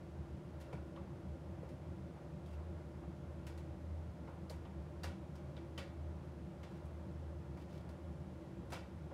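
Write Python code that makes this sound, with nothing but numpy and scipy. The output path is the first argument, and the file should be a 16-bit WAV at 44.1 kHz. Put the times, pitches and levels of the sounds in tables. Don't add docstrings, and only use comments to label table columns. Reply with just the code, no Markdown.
import sys
import numpy as np
from scipy import signal
from scipy.fft import rfft, irfft
from scipy.io import wavfile
from scipy.ndimage import uniform_filter1d

SR = 44100
rng = np.random.default_rng(int(sys.argv[2]) if len(sys.argv) > 2 else 0)


def wav_record(signal):
    frames = np.transpose(np.atleast_2d(signal))
    bounded = np.clip(frames, -1, 1)
    quanta = np.round(bounded * 32767).astype(np.int16)
    wavfile.write(sys.argv[1], SR, quanta)


N = 402633
TURN_HZ = 0.9
# (frequency [Hz], width [Hz], lift over its dense lesser modes [dB])
DRUM_MODES = [(540, 45, 10.5), (730, 20, -2), (945, 55, 5.5), (1432, 74, 7.5), (1910, 80, 5), (2300, 97, 8),
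              (2680, 140, 6), (3060, 30, 7), (3494, 56, 6), (4040, 40, 1), (4710, 47, 8.5), (5160, 40, 7.5),
              (5920, 46, -5)]


def boom(base_hz=78.97, base_db=-52.5, wander_hz=3.23, flutter_db=4.5, shake_db=1.16, lull_s=0.97):
    # (crest time [s], length [s], level [dB], pitch [Hz])
    swells = [(0.18, 0.12, -49, 81.2), (0.816, 0.1, -47.5, 74.8), (1.29, 0.16, -50, 78.4),
              (1.917, 0.15, -48.5, 80.3), (2.66, 0.39, -48.5, 81.8), (3.307, 0.13, -51, 81),
              (3.552, 0.1, -51, 78.5), (3.946, .36, -45, 80.64), (4.52, 0.33, -52, 78.9),
              (5.074, 0.15, -44, 82), (6.06, 0.41, -45, 79.2), (7.258, .5, -48, 79.4),
              (8.11, .14, -50.5, 77), (8.79, 0.13, -49, 78.3)]
    t = np.arange(N) / SR
    sag_db = 3.0 * (1 + 0.5 * np.cos(2 * np.pi * TURN_HZ * (t - lull_s)))
    power = undb(base_db - sag_db + flutter_db * np.tanh(2 * walk(22))) ** 2
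    weighted_pitch = power * (base_hz + wander_hz * walk(20))
    for crest_s, length_s, db, pitch_hz in swells:
        swell_power = (undb(db) * hump(crest_s, length_s)) ** 2
        power += swell_power
        weighted_pitch += swell_power * pitch_hz
    phase = 2 * np.pi * np.cumsum(weighted_pitch / power) / SR
    return np.sqrt(2 * power) * undb(shake_db * walk(18)) * np.sin(phase)


def cabinet_rumble(frame_db=-0.95, sway_db=0.15, heaviest_s=0.9, throb_db=0.73, split_hz=220):
    # (frequency [Hz], width [Hz], relative density [dB/Hz])
    cabinet_modes = [(56.4, 6.6, -90), (68.6, 7.6, -69), (107.4, 16, -73), (129, 8.8, -77),
                     (136.6, 18.8, -68.5), (154.2, 7.3, -66.5), (172.7, 17.2, -70.5), (190.6, 11.4, -69),
                     (240, 19.7, -82), (255, 41, -82), (332.7, 26.7, -73.5), (355.4, 31, -79),
                     (476, 26, -88.5), (546.3, 50, -84), (591.6, 26.4, -83), (944, 12, -101),
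                     (1393, 47, -96.5), (2060, 25, -108.2), (3300, 77, -112.5)]
    # (time [s], relative level [dB])
    panel_contour = [(0, -55.5), (0.4, -58), (0.7, -53.5), (1.65, -52.5), (2.6, -54.3), (3.5, -54.5),
                     (4.5, -55.5), (5.5, -53.5), (6.5, -55.5), (7.7, -54.5), (8.2, -54.5), (9.13, -55)]
    t, hz = np.arange(N) / SR, bins(N)
    thud_db = thud_lift_db(t)
    turn_db = sway_db * np.cos(2 * np.pi * TURN_HZ * (t - heaviest_s))
    contour_db = np.interp(t, *np.transpose(panel_contour))
    drone_db = 0.81 * (contour_db - contour_db.mean()) + throb_db * walk(18)
    frame_power = resonances([mode for mode in cabinet_modes if mode[0] < split_hz], hz)
    panel_power = resonances([mode for mode in cabinet_modes if mode[0] >= split_hz], hz)
    frame = colour(white_noise(), np.sqrt(frame_power)) * undb(frame_db + turn_db + thud_db)
    panels = colour(white_noise(), np.sqrt(panel_power)) * undb(drone_db + 0.29 * thud_db)
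    return frame + panels


def thud_lift_db(t, rise_s=0.021, fall_s=0.041):
    # (time [s], lift [dB])
    thuds = [(0.15, 6), (0.73, 8.5), (0.97, 3), (1.61, 2), (1.85, 4.5), (3.059, 4), (3.41, 5), (4.05, 5),
             (4.4, 3), (4.62, 2), (5.4, 2.5), (6.7, 6.5), (7.05, 8), (8.57, 5)]
    lift_db = 0
    for start_s, db in thuds:
        age_s = t - start_s
        lift_db += db * np.clip(age_s / rise_s, 0, 1) * np.exp(-np.maximum(age_s - rise_s, 0) / fall_s)
    return lift_db


def blower():
    # (frequency [Hz], density [dB/Hz])
    air_spectrum = [(30, -100), (52, -82.5), (215, -91), (420, -89), (800, -93.5), (1300, -101.3),
                    (1800, -104.3), (3000, -110.3), (4000, -113.6), (7000, -119), (11500, -124.7),
                    (15000, -133)]
    return colour(white_noise(), slope(air_spectrum, bins(N)))


def clicks(gain_db=6.0, note_width_ratio=0.28):
    # (time [s], relative level [dB], knock body [dB], tick hardness [dB], own note [Hz], note lift [dB])
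    impacts = [(0.601, -71, 3, -5, 11200, 7), (0.61, -66.5, 6, -2, 13500, 7),
               (0.728, -67, 19.5, -7, 2380, 10), (0.731, -79, 23.5, -13, 490, 24),
               (0.961, -69, 13, -24, 3100, 10), (0.975, -80, 19.5, -20, 1200, 21.5),
               (1.631, -79.5, 28, -3, 480, 18.5), (1.689, -73, 1, -1, 2310, 12),
               (2.46, -74, -3, -2, 3400, 10), (3.467, -61.5, 9, -1, 2670, 0), (3.576, -67, 4, -3, 4560, -1),
               (4.274, -72.5, 23.5, -16, 2250, 9), (4.497, -62, 0, 1.5, 4360, 12.5),
               (4.502, -71, 20, -7, 546, 18), (4.651, -75, 21, -20, 3280, 16.5),
               (5.034, -54.5, 7, -3.5, 4700, 6.5), (5.042, -54.5, 7.5, -9, 1450, 12.5),
               (5.355, -69, 5, -4, 5130, 7), (5.566, -65.5, 7.5, -18, 3510, 14.5),
               (5.778, -53, 6, -8.5, 2910, 10), (5.786, -57, 1, -17, 2950, 6),
               (6.632, -62, 6, -12, 3086, -5), (6.854, -81, 9, 4, 10520, 5),
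               (7.572, -73.5, 17, -4, 2210, 13.5), (7.891, -73.5, 20, 1, 4400, 10),
               (8.703, -67, 6, -3, 11820, 6), (8.722, -53, 8, -7.5, 525, 13),
               (8.732, -56, 8, -4.5, 5200, 8), (8.75, -69, 15, -11, 2800, 11),
               (9.112, -73.5, 17.5, -27, 550, 22.5)]
    out = np.zeros(N)
    for start_s, db, body_db, tick_db, note_hz, note_db in impacts:
        crack, tail = strike()
        hz = bins(len(tail))
        outline = [(100, body_db - 13.5), (450, body_db), (900, body_db), (1800, 0.35 * body_db),
                   (3300, -0.91), (5500, 0.34 * tick_db - 2.5), (11000, tick_db - 6),
                   (15500, tick_db - 15.5)]
        piece_modes = [(note_hz, note_width_ratio * note_hz, note_db)]
        spot_modes = [(f, width, ring_db + 2 * rng.standard_normal()) for f, width, ring_db in DRUM_MODES]
        for part, modes in (crack, piece_modes), (tail, spot_modes):
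            gain = slope(outline, hz) * np.sqrt(1 + resonances(modes, hz))
            add(out, start_s, undb(db + gain_db) * colour(part, minimum_phase(gain)))
    return out


def strike(crack_s=0.01, crack_gain=1.42, low_t60_s=0.38, high_t60_s=0.18, rise_s=0.0014):
    size = SR // 2
    t, hz = np.arange(size) / SR, bins(size)
    treble = hz ** 2 / (hz ** 2 + 6000 ** 2)
    contact, diffuse = rng.standard_normal((2, size))
    crack = crack_gain * contact * np.exp(-t / crack_s)
    low_tail = colour(diffuse, 1 - treble) * undb(-60 * t / low_t60_s)
    high_tail = colour(diffuse, treble) * undb(-60 * t / high_t60_s)
    return crack, (low_tail + high_tail) * (1 - np.exp(-t / rise_s))


def zip_drags(gain_db=8, grain_db=3):
    # (start time [s], length [s], relative level [dB])
    drags = [(2.441, 0.17, -73.5), (6.682, 0.16, -72.5), (7.573, 0.1, -72), (7.66, 0.19, -68)]
    push, hz = np.zeros(N), bins(N)
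    for start_s, length_s, db in drags:
        add(push, start_s, undb(db + gain_db) * np.sqrt(np.hanning(int(length_s * SR))))
    catches = rng.standard_normal(N) * undb(grain_db * walk(180)) * push
    outline = [(300, 16), (1200, -3), (3000, -4), (7000, -13), (15000, -22.5)]
    return colour(catches, slope(outline, hz) * np.sqrt(1 + resonances(DRUM_MODES, hz)))


def motor(drift_hz=1.6):
    # (frequency [Hz], level [dB])
    tones = [(300, -70.5), (602, -72.5), (2099, -93.5), (3068, -105), (5152, -100), (9258, -104),
             (10201, -102), (10600, -108), (10977, -105)]
    out = np.zeros(N)
    for hz, db in tones:
        phase = 2 * np.pi * np.cumsum(hz + drift_hz * walk(12)) / SR
        out += np.sqrt(2) * undb(db + walk(8.8)) * np.sin(phase)
    return out


def cloth_rustle(base_db=-99.5, surge_db=1.5):
    # (crest time [s], length [s], relative level [dB])
    slides = [(1.043, 0.14, -99), (2.198, 0.33, -100), (2.617, 0.16, -95), (2.798, .12, -95),
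              (3.04, 0.069, -99), (4.45, 0.43, -101), (5.6, .2, -97), (6.222, 0.14, -94), (7.908, .35, -99)]
    outline = [(250, -14.5), (500, 4), (900, 2.0), (1500, -8), (3000, -26), (9000, -55)]
    slide_power = sum((undb(db) * hump(crest_s, length_s)) ** 2 for crest_s, length_s, db in slides)
    cloth = colour(white_noise(), slope(outline, bins(N)))
    return cloth * np.sqrt(undb(base_db) ** 2 + slide_power) * undb(surge_db * walk(20))


def undb(db):
    return 10 ** (np.asarray(db) / 20)


def bins(size):
    return np.arange(size // 2 + 1) * SR / size


def slope(outline, hz):
    corner_hz, db = np.transpose(outline)
    return undb(np.interp(np.log(hz + 1), np.log(corner_hz), db))


def resonances(modes, hz):
    return sum(undb(db) ** 2 / (1 + ((hz ** 2 - mode_hz ** 2) / ((hz + 1) * width_hz)) ** 2) ** 2
               for mode_hz, width_hz, db in modes)


def colour(x, gain):
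    return irfft(rfft(x) * gain, len(x))


def minimum_phase(gain):
    cepstrum = irfft(np.log(gain + 1e-9))
    half = len(cepstrum) // 2
    cepstrum[1:half] *= 2
    cepstrum[half + 1:] = 0
    return np.exp(rfft(cepstrum))


def white_noise():
    return rng.standard_normal(N) * np.sqrt(SR / 2)


def walk(rate_hz):
    hold = int(SR / rate_hz)
    steps = np.repeat(rng.standard_normal(N // hold + 1), hold)
    smooth = uniform_filter1d(uniform_filter1d(steps, hold), hold)[:N]
    return smooth / smooth.std()


def hump(crest_s, length_s):
    offset = np.clip((np.arange(N) / SR - crest_s) / length_s, -0.5, 0.5)
    return np.cos(np.pi * offset)


def add(out, start_s, x):
    start = int(start_s * SR)
    out[start:start + len(x)] += x[:N - start]


def scene():
    machine = blower() + cabinet_rumble() + boom() + motor()
    return (machine + cloth_rustle() + clicks() + zip_drags())[None]


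def record(dry, low_cut_hz=47, leak_db=-22, high_cut_hz=15700):
    highpass_gain = 1 / np.sqrt(1 + (low_cut_hz / (bins(N) + 1)) ** 20)
    thinned = colour(dry[0], np.maximum(undb(leak_db), highpass_gain))
    lowpass = signal.ellip(10, 0.1, 70, high_cut_hz, fs=SR, output="sos")
    return signal.sosfilt(lowpass, thinned)[None]


dry = scene()
out = record(dry)
wav_record(out)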